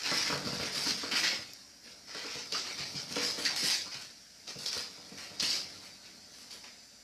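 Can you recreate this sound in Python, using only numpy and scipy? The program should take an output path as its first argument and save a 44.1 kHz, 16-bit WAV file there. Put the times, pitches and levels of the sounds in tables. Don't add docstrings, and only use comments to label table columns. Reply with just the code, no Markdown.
import sys
import numpy as np
from scipy import signal
from scipy.fft import rfft, irfft, next_fast_len
from scipy.io import wavfile
from scipy.ndimage import uniform_filter1d, map_coordinates

SR = 44100
rng = np.random.default_rng(int(sys.argv[2]) if len(sys.argv) > 2 else 0)


def pcm_store(signal):
    levels = np.round(np.clip(np.atleast_2d(signal), -1, 1) * 32767)
    wavfile.write(sys.argv[1], SR, levels.astype(np.int16).T)


N = 310328

# pitch_hz, relative level_db
AIR_COLOUR = [(35, -2), (58, -9), (80, -14), (150, -6), (240, 6), (370, -15), (660, -6), (1100, -25),
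              (1520, -3), (1750, -6.5), (3400, -13.5), (5000, -0.5), (6700, -7), (14000, -21)]
# pitch_hz, then one level_db for each of WHINE_TIMES, before a random drift
WHINE_TONES = [(4597, -76, -73, -67), (4845, -74, -68, -70), (5480, -71, -71, -80), (5674, -65, -66, -82),
               (6019, -77, -74, -68), (6842, -85, -84, -78), (7255, -88, -79, -70)]
WHINE_TIMES = (0, 4.3, 7.04)
# pitch_hz, time to fade by 60 dB_s
ROOM_FADE = [(100, 1), (500, 0.44), (4000, 0.73), (12000, 0.095)]
# pitch_hz, width_hz, relative level_db
BOX_MODES = [(93.7, 10, 1), (141.5, 8.5, -0.5), (190, 13, 2), (237.3, 7, -2.5), (282.2, 8.6, 3.5),
             (329.3, 13, -2.5), (411, 48, -7.5), (437.5, 8.8, -3), (487, 5, -2), (584, 22, -1),
             (705, 67, -6), (957, 48, -9), (1153, 65, -11.5), (1365, 44, -7)]
# time_s, level_db before a fixed trim
SHUFFLE_LEVEL = [(0.0, -52.5), (0.45, -40.5), (1.19, -52), (1.57, -63), (3.41, -46), (4.29, -66),
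                 (4.62, -58.5), (5.56, -48.5), (5.96, -57), (7.04, -63)]
# start_s, thud level_db, thud centre_hz, knock above thud_db, slap above thud_db
BUMP_HITS = [(0.115, -34, 224, 4, 9.5), (0.298, -36, 230, 2.5, 12), (0.324, -32.5, 154, 2, 8.5),
             (0.351, -39.5, 191, 10.5, -8), (0.445, -31.5, 182, -47, -24), (0.469, -29, 199, -4, -1.5),
             (0.524, -30, 183, -9, -3), (0.597, -42, 112, 8, 10.5), (0.624, -38.5, 290, 7, -14),
             (0.765, -38.5, 193, -9, -1), (0.86, -32.5, 266, -28, 7.5), (0.907, -33.5, 242, -16, -25),
             (1.032, -35, 313, -0.5, 5), (1.129, -34.5, 274, -19, 2), (1.385, -47.5, 116, 3, -8),
             (1.86, -56, 340, -3, -2), (2.147, -46.5, 194, 8, 14), (2.244, -42, 293, -1, 4),
             (2.352, -42, 158, 2, -6), (2.524, -47, 297, 7, 1), (2.795, -44, 142, -2, -2),
             (2.944, -37, 165, -12, -19), (3.108, -40, 190, -2, 0), (3.164, -33, 246, 7.5, 5),
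             (3.226, -40, 240, 5.5, 3), (3.378, -38, 268, 2, 4), (3.627, -38, 200, -7, -13),
             (3.86, -50.5, 228, -12, 11), (3.95, -46.5, 154, -15, -2), (4.556, -41, 170, -2.5, -10),
             (4.765, -43.5, 149, 2, 10), (4.974, -53, 145, -2, 5), (5.117, -41.5, 190, -1.5, -9),
             (5.312, -47.5, 145, 0, -11), (5.423, -35.5, 237, -5, -3)]
# start_s, peak level_db before a fixed trim
TICK_HITS = [(1.535, -31.5)]
# start_s, skid peak level_db before the room, bright crack above it_db
CLAW_SNAPS = [(0.0343, -26, -17), (0.377, -28.5, 0), (0.5841, -28, -7), (0.7796, -22, -7),
              (1.1139, -27.5, -18), (1.1513, -30, -15), (1.2376, -24, -19), (2.1485, -29, -13),
              (2.5237, -20.5, -13), (3.1253, -23, -9), (3.1587, -21.5, -17), (3.2864, -25, -7),
              (3.4516, -20, -17), (3.5628, -21.5, -4), (3.6394, -17.5, -17), (4.022, -41, 0),
              (4.4777, -33, -17), (4.589, -32, 0), (4.6613, -19, -10), (4.7306, -20.5, -19),
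              (4.778, -28, -3), (5.1781, -41, 2), (5.3996, -19.5, -19), (5.4066, -18, -21),
              (6.6413, -37.5, -17)]
# pitch_hz, relative level_db
SNAP_COLOUR = [(80, -52), (600, -13), (1500, -16), (3000, -0.5), (4900, 5.5), (6000, 3.5), (7500, -17),
               (14000, -31)]
# start_s, peak level_db, pitch_hz, time to fade by 60 dB_s
WALL_SCUFFS = [(2.543, -30.5, 1330, 0.18), (3.456, -28.5, 1900, 0.24), (5.425, -30, 2910, 0.35),
               (5.509, -32, 3030, 0.36)]
# start_s, length_s, hiss level_db, rasp of the card above hiss_db, fine grit above hiss_db
PAW_STROKES = [(0.0, 0.011, -38.5, -4, -26), (0.039, 0.06, -35, 0, -23), (0.102, 0.13, -33.5, -4.5, -14),
               (0.245, 0.089, -38, -0.5, -21), (0.438, 0.11, -42, -3, -13), (0.59, 0.081, -40.5, 2, -17),
               (0.72, 0.13, -37, -5.5, -9), (0.857, 0.053, -33, -4.5, -14.5),
               (0.979, 0.065, -40.5, -3, -30), (1.111, 0.03, -39, 5.5, -13), (1.152, 0.043, -31, -1.5, -16),
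               (1.229, 0.049, -30, 0.5, -27), (1.296, .015, -43.5, 5, -33), (1.829, 0.08, -53, -2, -14),
               (2.071, 0.068, -49, -2.5, -23), (2.132, 0.15, -44, -1.5, -19), (2.285, 0.11, -42.5, -4, -21),
               (2.516, 0.066, -36, -5.5, -23), (2.634, 0.077, -44.5, 0.5, -30),
               (2.774, 0.05, -40.5, -1.5, -36), (2.949, 0.037, -39, -8, -32),
               (3.085, 0.074, -44, -5.5, -10), (3.154, 0.087, -35.5, -2.5, -21),
               (3.212, 0.091, -35, -10.5, -13.5), (3.372, 0.061, -41.5, 0, -7.5),
               (3.446, 0.023, -32.5, -2, -19), (3.556, 0.057, -35.5, -6.5, -8),
               (3.619, 0.093, -32, -5.5, -8), (3.699, 0.038, -30.5, -8, -24),
               (3.915, 0.057, -43.5, -3, -18), (4.008, .025, -49, -3.5, -9), (4.47, 0.035, -43.5, -6, -17),
               (4.582, .06, -44, -8, -10), (4.657, .012, -34.5, -12, -18), (4.713, 0.094, -39.5, -8, -12),
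               (4.963, 0.027, -63, -6, -20), (5.162, 0.091, -48.5, -1, -12), (5.396, 0.011, -32, -17, -24),
               (5.416, 0.047, -32.5, -9, -11), (5.485, 0.075, -33, -12, -15.5), (5.81, 0.068, -56.5, 1, -7),
               (6.022, .06, -56, -2, -15), (6.32, .12, -55, -8, -6.5), (6.499, 0.044, -47.5, -6.5, -8.5),
               (6.635, 0.02, -53, 2, -16)]
# time_s, level_db before its colour offsets and fixed trims
RUSTLE_LEVEL = [(0, -44), (1.3, -46.5), (1.55, -54.5), (1.8, -64), (2.05, -59), (2.65, -48), (3.8, -48),
                (4.25, -61), (4.9, -55), (5.72, -50), (6.0, -58), (6.7, -57.5), (7.04, -64)]
# hiss_db, rasp_db, grit_db
RUSTLE_OFFSETS = (0.5, -6, -12.5)
# hiss_db_per_s, rasp_db_per_s, grit_db_per_s
RELEASE_RATES = (145, 142, 156)
# pitch_hz, relative level_db
HISS_COLOUR = [(100, -60), (400, -41), (2200, -34.5), (3300, -21.5), (4200, -5.5), (4700, -1), (5250, -1.5),
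               (5800, -6.5), (6700, -15), (8000, -23.5), (10000, -47.5)]
# pitch_hz, relative level_db
RASP_COLOUR = [(100, -56), (700, -13), (1100, -9.5), (1380, -1.5), (1700, -0.3), (2300, 4.5), (3000, -0.2),
               (3250, -2), (3700, -5), (5000, -29.5)]
# pitch_hz, relative level_db
GRIT_COLOUR = [(5500, -13), (7800, 1.5), (10000, 1.5), (12000, -2.5), (14000, -10.5)]
# pitch_hz, relative level_db
FLEX_COLOUR = [(60, -21), (250, 1), (450, 2), (700, -3.5), (1000, -3.5), (1500, -22), (2500, -46)]

TOP_HZ = 14100
HUM_HZ = 59.2
BITE_SHARE = 0.35
PRESS_DB = -0.5
FLEX_DB = -11
FLEX_LIMIT_DB = -39


def amp(db):
    return 10 ** (np.asarray(db) / 20)


def unit(x):
    return x / np.sqrt(np.mean(x ** 2) + 1e-20)


def along(points, hz):
    point_hz, values = np.transpose(points)
    return np.interp(np.log(hz + 1), np.log(point_hz + 1), values)


def curves(rows):
    times, *columns = np.transpose(rows)
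    return [np.interp(np.arange(N) / SR, times, column) for column in columns]


def wobble(rate):
    knots = rng.standard_normal(int(N * rate / SR) + 4)
    return map_coordinates(knots, [np.arange(N) * rate / SR])


def filtered(x, response):
    size = next_fast_len(len(x) + SR // 4)
    spectrum = rfft(x, size) * response(np.fft.rfftfreq(size, 1 / SR))
    return irfft(spectrum, size)[:len(x)]


def coloured(x, colour):
    return unit(filtered(x, lambda hz: amp(along(colour, hz))))


def add(track, start_s, sound, peak_db):
    part = track[round(start_s * SR):][:len(sound)]
    scaled = amp(peak_db) * sound / np.abs(sound).max()
    part += scaled[:len(part)]


def slips(rate, spread_db):
    size = amp(spread_db * np.minimum(rng.exponential(size=N), 4))
    happens = rng.random(N) < rate / SR
    return happens * size * rng.choice([-1, 1], N)


def background():
    t = np.arange(N) / SR
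    air = amp(-60 + 0.45 * wobble(3.26)) * coloured(rng.standard_normal(N), AIR_COLOUR)
    air += amp(-79.0) * np.sqrt(2) * np.sin(2 * np.pi * HUM_HZ * t)
    for pitch_hz, *levels_db in WHINE_TONES:
        level = amp(np.interp(t, WHINE_TIMES, levels_db) + 1.5 * wobble(4))
        phase = 2 * np.pi * pitch_hz * t + 0.25 * wobble(8)
        air += np.sqrt(2) * level * np.sin(phase)
    return air


def in_room(x, wet_db):
    hz, t, spectrum = signal.stft(rng.standard_normal((4, SR // 2)), SR, nperseg=256)
    fade = amp(-60 * t / along(ROOM_FADE, hz)[:, None])
    tails = signal.istft(spectrum * fade, SR, nperseg=256)[1]
    tails = np.pad(tails, ((0, 0), (SR // 300, 0))) / np.linalg.norm(tails[0])
    place = 2 * np.pi * np.arange(N) / SR + wobble(1.96)
    paths = np.array([np.cos(place), np.sin(place), np.cos(place / 2), np.sin(place / 2)]) / np.sqrt(2)
    echo = signal.fftconvolve(paths * x, tails, axes=1).sum(0)[:N]
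    return (x + amp(wet_db) * echo) / np.hypot(1, amp(wet_db))


def box(hz):
    total = 0
    for k, (centre, width, db) in enumerate(BOX_MODES):
        peak = 1j * hz * width / (centre * centre - hz * hz + 1j * hz * width)
        total = total + (-1) ** k * amp(db) * peak
    return total


def shuffling():
    level_db, = curves(SHUFFLE_LEVEL)
    drone = unit(filtered(slips(rate=1400, spread_db=1.5), box))
    return amp(level_db - 6.5) * drone


def bumps():
    rings, puffs, t = np.zeros(N), np.zeros(N), np.arange(SR // 2) / SR
    hz, width, mode_db = np.transpose(BOX_MODES)[:, :, None]
    onset = 1 - np.exp(-t / 0.0053)
    decay = (amp(-60 * t / 0.039) + 0.45 * np.exp(-np.pi * width * t)) * onset
    for start_s, thud_db, centre_hz, knock_db, slap_db in BUMP_HITS:
        phase = 2 * np.pi * (hz * t + rng.random(hz.shape))
        modes = amp(mode_db + rng.normal(0, 2.0, hz.shape)) * decay * np.sin(phase)
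        puff = rng.standard_normal(len(t)) * amp(-60 * t / 0.1)
        # middle_hz, width_octaves, ring level_db, puff above ring_db
        parts = ((centre_hz, 0.5, thud_db - 1.0, -9),
                 (520, 0.4, thud_db + knock_db - 3.5, -6),
                 (1250, 0.4, thud_db + slap_db - 8.0, 2))
        for middle_hz, octaves, ring_db, puff_db in parts:
            weight = lambda f: np.exp(-0.5 * (np.log2((f + 1) / middle_hz) / octaves) ** 2)
            add(rings, start_s, (weight(hz) * modes).sum(0), ring_db)
            add(puffs, start_s, filtered(puff, weight), ring_db + puff_db)
    return rings + in_room(puffs, wet_db=2.0)


def ticks():
    out, t = np.zeros(N), np.arange(SR // 50) / SR
    colour = [(3300, -37), (5200, 20), (9000, -15), (12000, 1)]  # pitch_hz, relative level_db
    for start_s, peak_db in TICK_HITS:
        crack = rng.standard_normal(len(t)) * amp(-60 * t / 0.0055)
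        add(out, start_s, coloured(crack, colour), peak_db + 3.0)
    return out


def claws():
    skids, cracks, t = np.zeros(N), np.zeros(N), np.arange(SR // 5) / SR
    crack_colour = [(100, -50), (2500, -11), (6000, 0), (14000, -14)]  # pitch_hz, relative level_db
    for start_s, skid_db, crack_db in CLAW_SNAPS:
        skid_fade = amp(-60 * t / 0.011) + 0.16 * amp(-60 * t / 0.044)
        skid = rng.standard_normal(len(t)) * skid_fade
        crack = rng.standard_normal(len(t)) * amp(-60 * t / 0.0041)
        add(skids, start_s, coloured(skid, SNAP_COLOUR), skid_db)
        add(cracks, start_s, coloured(crack, crack_colour), skid_db + crack_db)
    return cracks + in_room(skids, wet_db=-3)


def scuffs():
    out, t = np.zeros(N), np.arange(SR // 3) / SR
    for start_s, peak_db, pitch_hz, fade_s in WALL_SCUFFS:
        band = lambda hz: 1 / (1 + ((hz - pitch_hz) / (0.12 * pitch_hz)) ** 2)
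        buzz = filtered(rng.standard_normal(len(t)), band)
        envelope = (1 - np.exp(-t / 0.0038)) * amp(-60 * t / fade_s)
        add(out, start_s, buzz * envelope, peak_db)
    return out


def card(x, patchy_db):
    spectrum = signal.stft(x, nperseg=512)[2]
    field = rng.standard_normal(spectrum.shape)
    field = uniform_filter1d(field, size=3, axis=0)
    field = uniform_filter1d(field, size=10, axis=1)
    return signal.istft(spectrum * amp(patchy_db * unit(field)), nperseg=512)[1][:N]


def pressure():
    t = np.arange(SR) / SR
    rustle_db, = curves(RUSTLE_LEVEL)
    power = amp(np.array(RUSTLE_OFFSETS)[:, None] + rustle_db) ** 2
    for start_s, length, hiss_db, rasp_db, grit_db in PAW_STROKES:
        bite = np.minimum(t / (BITE_SHARE * length), 1)
        press_db = PRESS_DB * (np.minimum(t / length, 1) - 0.5)
        release_db = np.outer(RELEASE_RATES, np.maximum(t - length, 0))
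        layer_db = hiss_db + np.array([[0], [rasp_db], [grit_db]])
        stroke = bite * amp(layer_db + press_db - release_db) ** 2
        part = power[:, round(start_s * SR):][:, :len(t)]
        part += stroke[:, :part.shape[1]]
    return np.sqrt(power)


def scraping():
    hiss_level, rasp_level, grit_level = pressure()
    grip = amp(0.17 * wobble(70))
    slide = slips(rate=2000, spread_db=2.0) * amp(0.4 * wobble(220))
    run = card(in_room(slide, wet_db=-3.5), patchy_db=2.5)
    hiss = amp(-0.5) * hiss_level * coloured(run, HISS_COLOUR)
    rasp = amp(-3.0) * rasp_level * coloured(run, RASP_COLOUR)
    grit = amp(-3.0) * grit_level * coloured(run, GRIT_COLOUR)
    flex_level = rasp_level / np.hypot(1, rasp_level / amp(FLEX_LIMIT_DB))
    flex = amp(FLEX_DB) * flex_level * coloured(run, FLEX_COLOUR)
    return grip * (hiss + rasp + grit + flex)


def scene():
    box_sounds = shuffling() + bumps()
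    claw_sounds = ticks() + claws() + scuffs() + scraping()
    return (background() + box_sounds + claw_sounds)[None]


def record(dry):
    low_cut = signal.butter(4, 48, 'high', fs=SR, output='sos')
    without_bass = signal.sosfilt(low_cut, dry)
    return np.array([filtered(x, lambda hz: hz < TOP_HZ) for x in without_bass])


dry = scene()
out = record(dry)
pcm_store(out)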